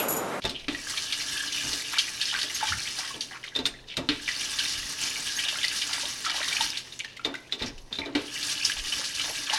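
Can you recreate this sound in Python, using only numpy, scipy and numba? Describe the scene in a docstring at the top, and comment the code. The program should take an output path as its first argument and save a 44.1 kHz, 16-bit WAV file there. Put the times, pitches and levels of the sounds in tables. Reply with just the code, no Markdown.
"""A hallway, dull and echoing with jingling dog tags, gives way abruptly to a small bathroom.
A tap runs into the sink: filtered droplets patter and damped, gliding sines ring as bubbles.
A dog laps, gulps and splashes, in noise slaps and clusters of bubbles.
The flow is shut off and the paw knocks it on again: claws ring the fitting's modes, the basin thumps.
Short noise echoes make the hard room, over a faint fan hum."""
import sys
import numpy as np
from scipy import signal
from scipy.fft import rfft, irfft
from scipy.io import wavfile
from scipy.ndimage import uniform_filter1d
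from numba import njit

SR = 44100
rng = np.random.default_rng(int(sys.argv[2]) if len(sys.argv) > 2 else 0)


def int16_out(signal):
    """Quantize to a 16-bit WAV file."""
    q = np.round(np.clip(np.atleast_2d(signal).T, -1, 1) * 32767)
    wavfile.write(sys.argv[1], SR, q.astype(np.int16))


N = 422478
T = np.arange(N) / SR
RING = T[:SR // 2]  # half a second, the time axis of one event


def undb(db):
    """Decibels to gain."""
    return 10 ** (np.asarray(db) / 20)


def level(x, db=0):
    """Scale to an rms level."""
    return x * undb(db) / np.sqrt(np.mean(x ** 2))


def peak(x, db=0):
    """Scale so that the loudest few milliseconds have this rms level."""
    return x * undb(db) / np.sqrt(uniform_filter1d(x ** 2, size=128).max())


def burst():
    """Half a second of white noise, the raw material of one event."""
    return rng.standard_normal(len(RING))


def fade(t60):
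    """Exponential decay of one event, 60 dB in t60 seconds."""
    return np.exp(-np.log(1000) * RING / t60)


def rise(s):
    """Soft onset of one event with time constant s."""
    return 1 - np.exp(-RING / s)


def run_out(length):
    """Envelope that falls to nothing at the given length in seconds."""
    return np.sqrt(np.maximum(1 - RING / length, 0))


def add(out, s, x):
    """Mix x into out at time s."""
    i = max(int(s * SR), 0)
    out[i:i + len(x)] += x[:N - i]


def band(x, hz, width):
    """Resonance with gain 1 at its centre."""
    hz = min(hz, .45 * SR)
    return signal.lfilter(*signal.iirpeak(hz, hz / min(width, SR / 3), SR), x)


def steep_band(x, hz, width):
    """The same resonance twice in a row, for steeper skirts."""
    return band(band(x, hz, width), hz, width)


def colour(x, spectrum):
    """Causal minimum-phase filter through (Hz, dB) points."""
    hz, db = np.transpose(spectrum)
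    size = 8192
    bins_hz = np.arange(size // 2 + 1) * SR / size
    curve_db = np.interp(np.log(bins_hz + 1), np.log(hz), db)
    cepstrum = irfft(np.log(undb(curve_db)))
    cepstrum[1:size // 2] *= 2
    cepstrum[size // 2 + 1:] = 0
    response = irfft(np.exp(rfft(cepstrum)))
    return signal.fftconvolve(x, response)[:len(x)]


def walk(rate):
    """Slow random wavering with a spread near 1, drawn anew rate times a second and smoothed."""
    k = int(SR / rate)
    steps = np.repeat(rng.standard_normal(N // k + 1), k)
    return level(uniform_filter1d(steps, k)[:N])


def ring(modes, scatter_db, detune):
    """One blow on a set of decaying modes; each contact point weights them differently."""
    hz, db, t60 = np.transpose(modes)[:, :, None]
    size, shift, turn = rng.standard_normal((3, len(modes), 1))
    angle = 2 * np.pi * hz * (1 + detune * shift) * RING + np.pi * (turn > 0)
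    return peak((undb(db + scatter_db * size) * fade(t60) * np.sin(angle)).sum(0))


@njit
def bubbles(n, start, hz, cycles, size, glide):
    """Damped sines that swell in a cycle or two, fall 50 dB over their length and glide up in pitch."""
    out = np.zeros(n)
    for k in range(len(start)):
        # length is counted in cycles of the starting pitch
        first, length, phase = int(start[k] * SR), int(cycles[k] * SR / hz[k]) + 2, 0.
        gain, loss = size[k], np.exp(-5.75 / length)
        for i in range(min(length, n - first)):
            phase += 2 * np.pi * hz[k] * (1 + glide * i / length) / SR
            out[first + i] += gain * np.sin(phase) * min(phase / 10, 1.)
            gain *= loss
    return out


def one_bubble(hz, cycles, glide):
    """A single bubble starting at once."""
    return bubbles(len(RING), np.zeros(1), np.array([1. * hz]), np.array([1. * cycles]), np.ones(1), 1. 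* glide)


def clumps(hz, octaves, cycles, spread_db, scatter_s, count, size):
    """Air goes under in pockets, each breaking into a few bubbles of like pitch."""
    when = rng.uniform(0, T[-1], (count, 1))
    pitch, strength = np.clip(rng.standard_normal((2, count, 1)), -2, 2)
    delay, own = rng.exponential(size=(2, count, size))
    gain = undb(spread_db * strength + 2 * np.minimum(own, 3))
    detuned = pitch + 0.447 * rng.standard_normal((count, size))
    pitch = np.clip(hz * 2 ** (octaves * detuned), 700, 11000)
    lengths = cycles * 2 ** rng.uniform(-0.95, 1, count * size)
    start = (when + scatter_s * delay).ravel()
    return level(bubbles(N, start, pitch.ravel(), lengths, gain.ravel(), 0.13))


# Tone of the bathroom air. Each row: frequency in Hz, relative level in dB.
AIR_TONE = [(20, -9.5), (50, -11), (120, -10), (220, -10), (450, -16), (1000, -16), (3500, -67),
            (7000, -73), (11000, -53), (15000, -46)]


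def room_tone(hum_hz=124.4, hum_db=-64, drone_db=-61, air_db=-58):
    """Faint filtered air noise with a fan's wavering sine hum and its drone, a band of noise."""
    air, drone = rng.standard_normal((2, N))
    hum = level(np.sin(2 * np.pi * hum_hz * T) * undb(2 * walk(13)), hum_db)
    drone = level(band(band(drone, 310, 510), 373, 220), drone_db)
    return level(colour(air, AIR_TONE), air_db) + hum + drone


def bathroom(x, send, near_db=-7, tail_db=-13.0, near_t60=0.094, tail_t60=0.49):
    """Quick echoes of x from the bowl and wall; send feeds the short tail of a small hard room."""
    near, tail = rng.standard_normal((2, len(RING)))
    near = near * fade(near_t60) * (RING > .0015)
    tail = band(tail, 800, 10800) * fade(tail_t60) * (RING > .008)

    def echo(sound, response, db):
        """Convolve with a response of unit energy."""
        return undb(db) * signal.fftconvolve(sound, response / np.linalg.norm(response))[:N]

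    return x + echo(x, near, near_db) + echo(send, tail, tail_db)


# Dull rush of the hallway. Each row: frequency in Hz, relative level in dB.
HALLWAY_TONE = [(24, -57), (40, -29), (156, -6), (554, -1.5), (710, -3.5), (1400, -8), (1800, -16),
                (2390, -17), (3560, -23), (3830, -20), (4230, -27), (5160, -25.5), (11700, -31),
                (15000, -53)]
# Touches of the dog tags. Each row: start in seconds, relative peak level in dB.
TAG_HITS = [(0.0, -23.5), (0.026, -27), (0.084, -21.5), (0.104, -21.5), (0.127, -24.5), (0.166, -25)]
# Ring of the tags. Each row: frequency in Hz, relative level in dB, t60 in seconds.
TAG_MODES = [(6990, -8, 0.4), (6940, -4, 0.29), (8300, -30, .2), (10100, -10, 0.18), (11700, 2, 0.19),
             (11600, 3, 0.13), (11300, -7, 0.25), (11800, -3, 0.17)]


def hallway(rush_db=-31.5, fall_db_per_s=10, swell_db=0.3, rustle_db=-31, surge_db=-39,
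            surge_s=0.347, surge_width_s=0.046, clash_db=-7, tags_db=-4.0):
    """A dull rush, brighter at first, dies down and surges once more while metal tags jingle."""
    rush, rustle = rng.standard_normal((2, N))
    # the rush passes through rush_db at 0.16 s; the other levels are before their envelopes
    out = level(colour(rush, HALLWAY_TONE), rush_db) * undb(fall_db_per_s * (0.16 - T) + swell_db * walk(20.5))
    out += level(steep_band(rustle, 2700, 1300), rustle_db) * np.exp(-T / 0.034)
    out += level(steep_band(rustle, 1500, 1400), surge_db) * np.exp(-((T - surge_s) / surge_width_s) ** 2)
    for s, db in TAG_HITS:
        clash = peak(band(band(burst(), 6400, 4000), 9600, 3600) * fade(0.16), clash_db)
        jingle = ring(TAG_MODES, 4, 0.002)
        add(out, s, peak(jingle + clash, db + tags_db))
    return out


# Soft low swells. Each row: start in seconds, peak level in dB, length in seconds, centre in Hz.
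LOW_SWELLS = [(0.456, -43, 0.49, 24), (1.653, -43, 0.11, 30), (2.687, -34.5, 0.12, 80),
              (3.54, -45, 0.42, 21.8), (3.97, -43, 0.36, 24.3), (4.704, -41, 0.18, 25),
              (7.599, -39, 0.31, 22), (8.705, -34, 0.2, 25)]


def low_swells():
    """Soft low bumps: narrow noise under half a sine of envelope."""
    out = np.zeros(N)
    for s, db, length, hz in LOW_SWELLS:
        swell = np.sin(np.pi * np.minimum(RING / length, 1))
        add(out, s, peak(steep_band(burst(), hz, hz) * swell, db))
    return out


# Clinks of the collar. Each row: start in seconds, peak level in dB before the room.
COLLAR_HITS = [(2.547, -29), (5.365, -30.5)]
# Ring of the collar. Each row: frequency in Hz, relative level in dB, t60 in seconds.
COLLAR_MODES = [(6450, 3, 0.076), (11900, -12, 0.1)]


def collar():
    """Metal on the collar touches as the dog's head bobs."""
    out = np.zeros(N)
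    for s, db in COLLAR_HITS:
        add(out, s, peak(ring(COLLAR_MODES, 1, 0.001), db))
    return out


# Runs of the tap. Each row: knob hits its open stop in seconds, clack relative peak in dB,
# basin thump relative peak in dB, dog starts drinking in seconds, tap is shut in seconds.
TAP_RUNS = [(0.6823, -20.5, -28, 1.78, 3.11), (4.0888, -12, -32, 5.52, 6.68),
            (8.1508, -18.5, -24.5, 8.6, 9.7)]
# Paw landing or dog leaning on the basin. Each row: start in seconds, relative peak level in dB.
BASIN_THUMPS = [(0.443, -24), (1.632, -37), (1.722, -39), (2.424, -40), (3.139, -39), (3.556, -32.5),
                (3.587, -28.5), (3.655, -39.5), (3.975, -26.5), (7.2477, -27.5), (7.526, -39.5),
                (7.612, -28.5), (7.908, -42), (7.984, -30.5), (8.056, -30)]
# Basin body. Each row: frequency in Hz, relative level in dB, t60 in seconds.
BASIN_MODES = [(117.5, -13.5, 0.5), (243, -10, 0.2), (288.6, 6, 0.075), (344.4, -3.5, 0.16),
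               (425, -5, 0.037), (471, -6.5, 0.025), (573, -13, .05), (665, 0, 0.13), (877, -7, 0.11)]
# Clack of the knob at its stop. Each row: frequency in Hz, relative level in dB.
CLACK_TONE = [(180, -12.5), (300, 3), (523, -26), (1330, -11.5), (2440, -4.5), (2600, -3.5), (4050, -5),
              (6840, -25.5), (10800, -38), (15000, -54)]
# Dull thud of the cabinet under the basin. Each row: frequency in Hz, relative level in dB.
CABINET_TONE = [(60, -10), (120, -6.5), (180, -7), (330, 3), (450, -2.5), (700, -10), (1100, -11),
                (3000, -19.5), (8000, -56)]


def knocks(stop_db=-4, thump_db=-2.0, push_s=0.0019, push_t60=0.24, note_db=-1, note_hz=295, note_t60=0.19):
    """The valve clacks on its stop and sounds the basin's main note; the paw's uneven push makes it thud."""
    out = np.zeros(N)
    for s, db, basin_db, *_ in TAP_RUNS:
        note = np.sin(2 * np.pi * note_hz * RING) * fade(note_t60) * (1 - fade(0.019))
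        add(out, s, peak(note, basin_db + note_db))
        clack = burst() * (fade(0.032) + 0.32 * fade(0.35))
        add(out, s, peak(colour(clack, CLACK_TONE), db + stop_db))
    for s, db in [(s, basin_db) for s, _, basin_db, _, _ in TAP_RUNS] + BASIN_THUMPS:
        push = burst() * rise(push_s)
        boom = signal.fftconvolve(push * fade(push_t60), ring(BASIN_MODES, 0.96, 0.019))[:len(RING)]
        thud = colour(push * fade(0.35), CABINET_TONE)
        add(out, s, peak(peak(boom, -1) + peak(thud), db + thump_db))
    return out


# Paw dragging over the wet knob. Each row: start in seconds, relative peak level in dB,
# length in seconds, resonance in Hz, its width in Hz.
PAW_SCRAPES = [(0.417, -35.5, 0.026, 3300, 1600), (0.458, -30.5, 0.085, 3660, 1610),
               (0.544, -28, 0.036, 3030, 500), (0.582, -40, 0.18, 2860, 1400),
               (3.894, -34, 0.056, 2980, 1220), (6.991, -26.5, 0.031, 2650, 800),
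               (7.03, -40, 0.16, 2850, 2200), (7.594, -32, 0.12, 2580, 2980),
               (7.657, -30.5, 0.035, 5260, 1800), (8.013, -27.5, 0.048, 2230, 350)]


def scrapes(slips_per_s=520, spread_db=5.0, slip_t60=0.0078, grip_s=0.0033, size=90):
    """The pad grips, then slips in uneven fading jerks, each a tiny burst into one resonance."""
    out = np.zeros(N)
    for s, db, length, hz, width in PAW_SCRAPES:
        when = np.cumsum(rng.uniform(.3, 1.7, size)) / slips_per_s
        strength = undb(spread_db * rng.standard_normal(size))
        jerks = np.bincount((when * SR).astype(int), strength, len(RING))[:len(RING)]
        slips = signal.fftconvolve(jerks, fade(slip_t60))[:len(RING)]
        rasp = slips * rise(grip_s) * run_out(length) * burst()
        add(out, s, peak(band(band(rasp, hz, width), hz, 2 * width), db))
    return out


# Claws striking the knob. Each row: start in seconds, relative peak level in dB,
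# pitch in Hz that the contact point favours, relative level of the treble click in dB.
CLAW_HITS = [(0.4398, -29, 3510, -4), (0.4509, -20, 3570, -7), (0.4942, -24.5, 4100, 0),
             (0.596, -39, 4160, -20), (3.5514, -25, 3620, -20), (3.5613, -21.5, 3730, -4),
             (3.589, -23.5, 3870, -20), (3.6546, -15, 3610, -12), (3.6628, -23.5, 3460, 7),
             (3.8855, -35.5, 3700, -24), (3.9686, -19.5, 4060, -5), (7.2476, -18, 3670, -25),
             (7.5232, -17.5, 3440, -35), (7.5933, -34, 3570, -23), (7.6216, -24, 3830, -21),
             (7.9273, -23, 3580, -24), (7.9543, -31, 3570, -26), (7.9864, -23, 3910, -22),
             (8.0583, -31, 3900, -20)]
# Ring of the tap fitting. Each row: frequency in Hz, relative level in dB, t60 in seconds.
FITTING_MODES = [(2620, -17, .06), (3506, -9.5, 0.044), (3590, -20, 0.12), (3627, -3.5, 0.041),
                 (3680, -4.5, 0.019), (3947, -0.5, 0.03), (4083, -2, 0.013), (4130, -15, 0.034),
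                 (5170, -3, 0.018), (8670, -7, 0.092), (8720, -15, 0.044)]


def brushes(brush_db=-44, lead_s=0.021, hz=3400):
    """Wet fur brushes the knob just before each claw lands: a swell of banded noise."""
    out = np.zeros(N)
    for s, *_ in CLAW_HITS:
        swell = np.sin(np.pi * np.minimum(RING / (2 * lead_s), 1)) ** 2
        add(out, s - lead_s, peak(band(band(burst(), hz, hz), hz, 2 * hz) * swell, brush_db))
    return out


def claws(click_db=-7, graze_db=-10, select_db=8, select_hz=260, bright_db=-6, bright_growth=2.5,
          rattle=1.2, rattle_per_s=260, contact_s=0.0004):
    """Claws ring the fitting; the contact point picks the modes, the loose knob breaks up their ring."""
    out = np.zeros(N)
    for s, db, pitch, treble_db in CLAW_HITS:
        noise = burst()
        click = peak(band(band(noise, 6100, 6200), 5000, 9000) * fade(0.052), treble_db + click_db)
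        graze = peak(band(band(noise, 3400, 3800), 1900, 4500) * fade(0.11), graze_db)
        tilt_db = bright_growth * treble_db + bright_db  # per octave above 4200 Hz
        modes = []
        for hz, mode_db, t60 in FITTING_MODES:
            off_pitch_db = select_db * min(abs(hz - pitch) / select_hz, 1)
            modes.append((hz, mode_db - off_pitch_db + tilt_db * max(np.log2(hz / 4200), 0), t60))
        wobble = level(uniform_filter1d(burst(), size=int(SR / rattle_per_s)))
        chatter = 2.5 + rattle * wobble * (1 - fade(0.05))
        tink = peak(ring(modes, 1.5, .005) * chatter)
        add(out, s, peak((tink + click + graze) * rise(contact_s), db))
    return out


def tap(fill_s=0.24, first_spurt_db=-20, shut_db_per_s=134, drain_db=-14.5, drain_db_per_s=32, dribble_db=-24):
    """Flow in dB re a full stream, building up, shut fast, then draining; and seconds of drinking."""
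    flow, drinking = np.full(N, undb(dribble_db)), np.zeros(N)
    for opened, _, _, drinks, shut in TAP_RUNS:
        filling = (T > opened) * undb(first_spurt_db * np.clip(1 - (T - opened) / fill_s, 0, 1))
        since = np.maximum(T - shut, 0)
        flow += filling * np.maximum(undb(-shut_db_per_s * since), undb(drain_db - drain_db_per_s * since))
        # the count holds after shutting until the tap opens again
        drinking = np.where(T > opened, np.clip(T - drinks, 0, shut - drinks), drinking)
    return 20 * np.log10(flow), drinking


# Spray of the stream. Each row: frequency in Hz, relative level in dB.
SPRAY_TONE = [(120, -10.5), (220, -10), (310, -7), (470, -18.5), (700, -14.5), (1300, -6.5), (1600, -8.5),
              (2100, -4.5), (2900, -10), (4200, -1), (6000, -0.5), (7300, -12.5), (11000, -12),
              (12300, -23), (15500, -28)]
# Bands in which the pool sings. 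Each row: centre in Hz, width in Hz, relative level in dB.
POOL_BANDS = [(1690, 300, 1), (2874, 630, 4.5), (3557, 400, 1.5)]


def stream(spray_db=-40.5, gurgle_db=-37.5, burble_db=-39, drop_spread_db=3.5, flutter_db=2.0,
           drum_db=-22, pocket_db=-12, pool_db=-6, pool_waver_db=3.0):
    """Droplets patter on the bowl and drum its body while entrained air rings as small bubbles."""
    flow, drinking = tap()
    muzzle = 1 - np.exp(-drinking / 0.41)  # 0 for a clear stream, towards 1 with the muzzle in it
    # the muzzle takes some spray and bobs; spray falls slightly less than gurgle as the flow weakens
    spray = spray_db + 0.88 * flow + muzzle * (-4.5 + 2.5 * walk(7.2))
    gurgle = gurgle_db + flow - 2 * muzzle  # a broken stream drags less air under
    count = 90000
    strength = undb(drop_spread_db * np.minimum(rng.exponential(size=count), 5))
    drops = np.bincount(rng.integers(0, N, count), rng.choice([-1, 1], count) * strength, N)
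    patter = colour(drops, SPRAY_TONE)
    patter = patter / np.std(band(patter, 8280, 3340))
    drum = level(sum(undb(db) * steep_band(drops, hz, hz / 6) for hz, db, _ in BASIN_MODES), drum_db)
    beads = clumps(hz=7250, octaves=0.321, cycles=64, spread_db=2.5, scatter_s=.002, count=1800, size=3)
    fizz = clumps(hz=3610, octaves=0.375, cycles=38.0, spread_db=5.0, scatter_s=.004, count=1700, size=5)
    # the dent that the stream digs in the pool sheds larger bubbles
    pocket = clumps(hz=2710, octaves=0.155, cycles=32, spread_db=2.5, scatter_s=0.0034, count=520, size=2)
    pocket = undb(pocket_db) * pocket
    # the droplets keep the pool singing
    singing = sum(undb(db + pool_waver_db * walk(40)) * steep_band(drops, hz, width)
                  for hz, width, db in POOL_BANDS)
    pocket += level(singing, pool_db)
    hiss = (patter + beads) * undb(spray + flutter_db * walk(35))
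    # the tongue folds air into the stream in loose, liquid burbles
    burble = clumps(hz=2890, octaves=0.5, cycles=21, spread_db=6.5, scatter_s=.006, count=300, size=3)
    burble = burble * undb(burble_db + flow) * (1 + muzzle) / 2
    # the gurgle wavers more once the dog has broken the stream
    waver_db = (2.5 + 0.7 * muzzle) * walk(22)
    return hiss + burble + (fizz + pocket + drum) * undb(gurgle + waver_db)


def drips(per_s=12, db=-45, hz=2200, spread_db=-7.5, octaves=0.47, flow_growth=0.11, size=120):
    """Loosely spaced faint drips, a little louder with more flow: rows of (s, relative dB, Hz)."""
    flow, _ = tap()
    slip, strength, pitch = rng.uniform(-1.1, 1, (size, 3)).T
    start = (np.arange(size) + 1 + slip) / per_s
    rows = np.transpose([start, db + spread_db * strength, hz * 2 ** (octaves * pitch)])
    rows = rows[rows[:, 0] < T[-1]]
    return [(s, drip_db + flow_growth * flow[int(s * SR)], pitch_hz) for s, drip_db, pitch_hz in rows]


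# Loudest drops and gulped air pockets. Each row: start in seconds, relative peak level in dB,
# starting pitch in Hz.
LOUD_PLOPS = [(0.747, -26.5, 1870), (0.869, -30, 1610), (2.348, -23, 1520), (2.627, -21.5, 843),
              (3.106, -34.5, 1070), (3.439, -29, 2040), (4.287, -21.5, 1950), (4.31, -31, 1770),
              (5.642, -18, 1980), (6.263, -24.5, 1290), (6.526, -23, 2250), (6.566, -21, 2440),
              (6.605, -24, 885), (7.046, -29.5, 1740), (7.17, -34.5, 2050), (7.194, -34.5, 1340),
              (7.341, -29, 1470), (7.351, -29, 1990), (9.533, -23, 854)]


def plops(gain_db=-2, cycles=30, glide=0.091, swell_s=0.0026, splat_db=-7):
    """Drops and larger air pockets each make a small noise splat and one hollow bubble note."""
    out = np.zeros(N)
    for s, db, hz in LOUD_PLOPS + drips():
        note = one_bubble(hz, cycles, glide)
        splat = band(band(burst(), 1.68 * hz, hz), 0.57 * hz, 2 * hz) * fade(0.037)
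        add(out, s, peak((peak(note) + peak(splat, splat_db)) * rise(swell_s), db + gain_db))
    return out


# Single drops cracking on the wet bowl. Each row: start in seconds, relative peak level in dB,
# starting pitch in Hz.
CRACKING_DROPS = [(2.213, -20, 2690), (2.255, -22, 3900), (2.389, -22, 2700), (2.4305, -20, 4000),
                  (5.027, -22, 2680), (5.649, -18, 4200), (5.682, -18.5, 4100), (6.055, -23, 3370),
                  (6.444, -29, 4170), (6.567, -24, 2500), (6.703, -23, 4820), (6.9915, -27.5, 6150),
                  (7.046, -35, 3870), (7.168, -43, 4200), (7.3408, -34.5, 3280), (8.718, -21.5, 2700),
                  (9.214, -21.5, 2660)]


def spits(cycles=36, glide=1.04, crack_db=-5, crack_t60=0.017):
    """A drop cracks on the bowl and its bubble chirps upwards as it bursts."""
    out = np.zeros(N)
    for s, db, hz in CRACKING_DROPS:
        chirp = one_bubble(hz, cycles, glide)
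        crack = band(burst(), hz, hz) * fade(crack_t60)
        add(out, s, peak(peak(chirp) + peak(crack, crack_db), db))
    return out


# Water fanning off the muzzle. Each row: start in seconds, relative peak level in dB, length in seconds.
WATER_FANS = [(1.015, -29, 0.031), (1.52, -27.5, 0.015), (2.268, -29.5, 0.086), (2.39, -30, .06),
              (2.542, -29.5, 0.043), (2.662, -26.5, 0.082), (2.814, -31, 0.053), (2.919, -38, 0.049),
              (4.675, -26.5, 0.091), (5.3, -29, 0.06), (5.749, -29, 0.11), (5.996, -27, 0.051),
              (6.247, -26.5, 0.033), (6.295, -31, 0.025), (6.333, -32, 0.076), (6.534, -39, 0.054),
              (8.49, -28.5, 0.047), (8.873, -30, 0.034), (8.982, -29, 0.043), (9.038, -26.5, 0.049),
              (9.144, -27, .025), (9.428, -33.5, 0.027), (9.527, -21.5, .03)]


def swishes(drops_per_s=2500, spread_db=5, hz=4500, width=3600, rise_s=0.0047):
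    """Each fan of water sprinkles the bowl as a short shower of sharp droplets."""
    out = np.zeros(N)
    for s, db, length in WATER_FANS:
        hits = rng.random(len(RING)) < drops_per_s / SR
        drops = hits * undb(spread_db * np.clip(burst(), -2, 2))
        shower = drops * rng.choice([-1, 1], len(RING)) * rise(rise_s) * run_out(length)
        add(out, s, peak(band(band(shower, hz, width), hz, 2 * width), db))
    return out


# The muzzle churning the water. Each row: start in seconds, relative peak level in dB,
# longest time in seconds over which bubbles start, middle bubble pitch in Hz.
MUZZLE_GULPS = [(1.926, -23, 0.065, 1560), (2.322, -21, 0.06, 1720), (2.604, -26.5, 0.12, 1790),
                (2.975, -30, 0.11, 1860), (3.311, -33, 0.066, 1890), (3.43, -32, 0.062, 2740),
                (5.158, -41, 0.061, 1010), (5.447, -34.5, 0.16, 1134), (5.889, -28, 0.12, 1800),
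                (6.243, -25, 0.083, 1800), (6.334, -27, 0.08, 1385), (6.402, -24, 0.035, 2400),
                (6.509, -29.5, 0.11, 1770), (6.027, -32.5, 0.036, 1200), (6.73, -30.5, .04, 2700),
                (8.764, -33.5, 0.027, 1220), (8.97, -31, 0.069, 1310), (9.235, -30.5, 0.078, 1110),
                (9.471, -24.5, 0.27, 1520)]


def gulps(gain_db=2, per_s=800, octaves=0.674, cycles=16, spread_db=5.0, size=110):
    """A churn of larger, quickly damped bubbles; the small ones tend to come loudest."""
    out = np.zeros(N)
    for s, db, length, hz in MUZZLE_GULPS:
        strength, shift = np.clip(rng.standard_normal((2, size)), -2, 2)
        start = np.cumsum(rng.exponential(size=size)) / per_s
        start -= start[0]
        gain = undb(spread_db * strength + shift) * (start <= length)
        pitch = hz * 2 ** (octaves * shift)
        churn = bubbles(len(RING), start, pitch, np.full(size, 1. 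* cycles), gain, 0.18)
        add(out, s, peak(churn, db + gain_db))
    return out


# Loudest laps of the tongue. Each row: start in seconds, relative peak level in dB, bubble pitch in Hz.
TONGUE_LAPS = [(0.9735, -21.5, 3400), (1.1232, -17.5, 3500), (1.731, -23.5, 4600), (1.9839, -12, 3950),
               (2.212, -16.5, 3750), (2.413, -22, 3900), (2.6673, -24.5, 3330), (2.871, -25, 2760),
               (2.987, -22.5, 4450), (3.075, -29, 4500), (3.207, -20, 4200), (4.2774, -19, 2250),
               (4.587, -18, 3730), (5.39, -19, 2780), (5.4834, -18.5, 3300), (5.63, -18.5, 3330),
               (5.816, -19.5, 3456), (5.93, -19.5, 3740), (6.3604, -23.5, 3580), (6.429, -27, 2340),
               (6.481, -21, 3520), (6.567, -29, 2660), (6.607, -16, 3300), (6.771, -20.5, 3890),
               (6.923, -31, 3600), (6.9905, -34, 5700), (8.4261, -23.5, 3570), (8.647, -13.5, 4900),
               (8.9224, -20, 2700), (9.1945, -19.5, 2850), (9.4968, -18, 2718), (9.559, -23.5, 4100)]


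def splashes(gain_db=1, slap_db=-7, octaves=0.4, cycles=18, swell_s=0.0008, scatter_s=.0075, count=14):
    """Each lap slaps the water and sheds a fading cluster of bubbles."""
    out = np.zeros(N)
    for s, db, hz in TONGUE_LAPS:
        delay = rng.exponential(size=count) * (np.arange(count) > 0)  # the first bubble comes at once
        shift = octaves * rng.standard_normal(count) * np.minimum(delay + 0.087, 1)
        pitch = np.clip(hz * 2 ** shift, 600, 9000)
        lengths = cycles * 2 ** rng.uniform(-0.2, 1, count)
        cluster = bubbles(len(RING), delay * scatter_s, pitch, lengths, np.exp(-.7 * delay), 0.36)
        slap = band(band(burst(), hz, hz), hz, 2 * hz) * fade(0.17)
        add(out, s, peak((peak(cluster) + peak(slap, slap_db)) * rise(swell_s), db + gain_db))
    return out


# Air resonances in the bowl. Each row: centre in Hz, width in Hz, relative level in dB.
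BOWL_BANDS = [(1700, 220, -6), (2950, 260, -11)]


def bowl(water):
    """The air in the bowl resonates along with the water."""
    return water + sum(undb(db) * band(water, hz, width) for hz, width, db in BOWL_BANDS)


# Splashes lose their top in the water. Each row: frequency in Hz, gain in dB.
WATER_CUSHION = [(1000, -5.5), (6000, -0.5), (7500, -7), (11000, -1.5), (12500, -15), (15500, -16)]
# Wet fur softens the top of the paw's contacts. Each row: frequency in Hz, gain in dB.
WET_FUR = [(5000, -2), (9000, -9.5), (12000, -9.5), (15500, -13)]


def scene(change_s=0.402, water_db=-4.0, paw_room_db=-4):
    """The hallway gives way to the sink in a 4 ms crossfade."""
    water = bowl(stream() + colour(splashes() + gulps(), WATER_CUSHION))
    water = undb(water_db) * water + plops() + colour(swishes() + spits(), WATER_CUSHION)
    paw = colour(claws() + scrapes() + brushes(), WET_FUR) + knocks()
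    # the knob is close by, so less of the room is heard on it
    send = water + undb(paw_room_db) * paw
    sink = bathroom(water + paw + collar(), send) + room_tone()
    before = np.clip((change_s - T) / .004, 0, 1)
    return (before * hallway() + (1 - before) * (sink + low_swells()))[None]


def record(dry, top_hz=15800):
    """A steep low-pass cuts off the top."""
    return signal.sosfilt(signal.ellip(10, .1, 80, top_hz, fs=SR, output="sos"), dry)


dry = scene()
out = record(dry)
int16_out(out)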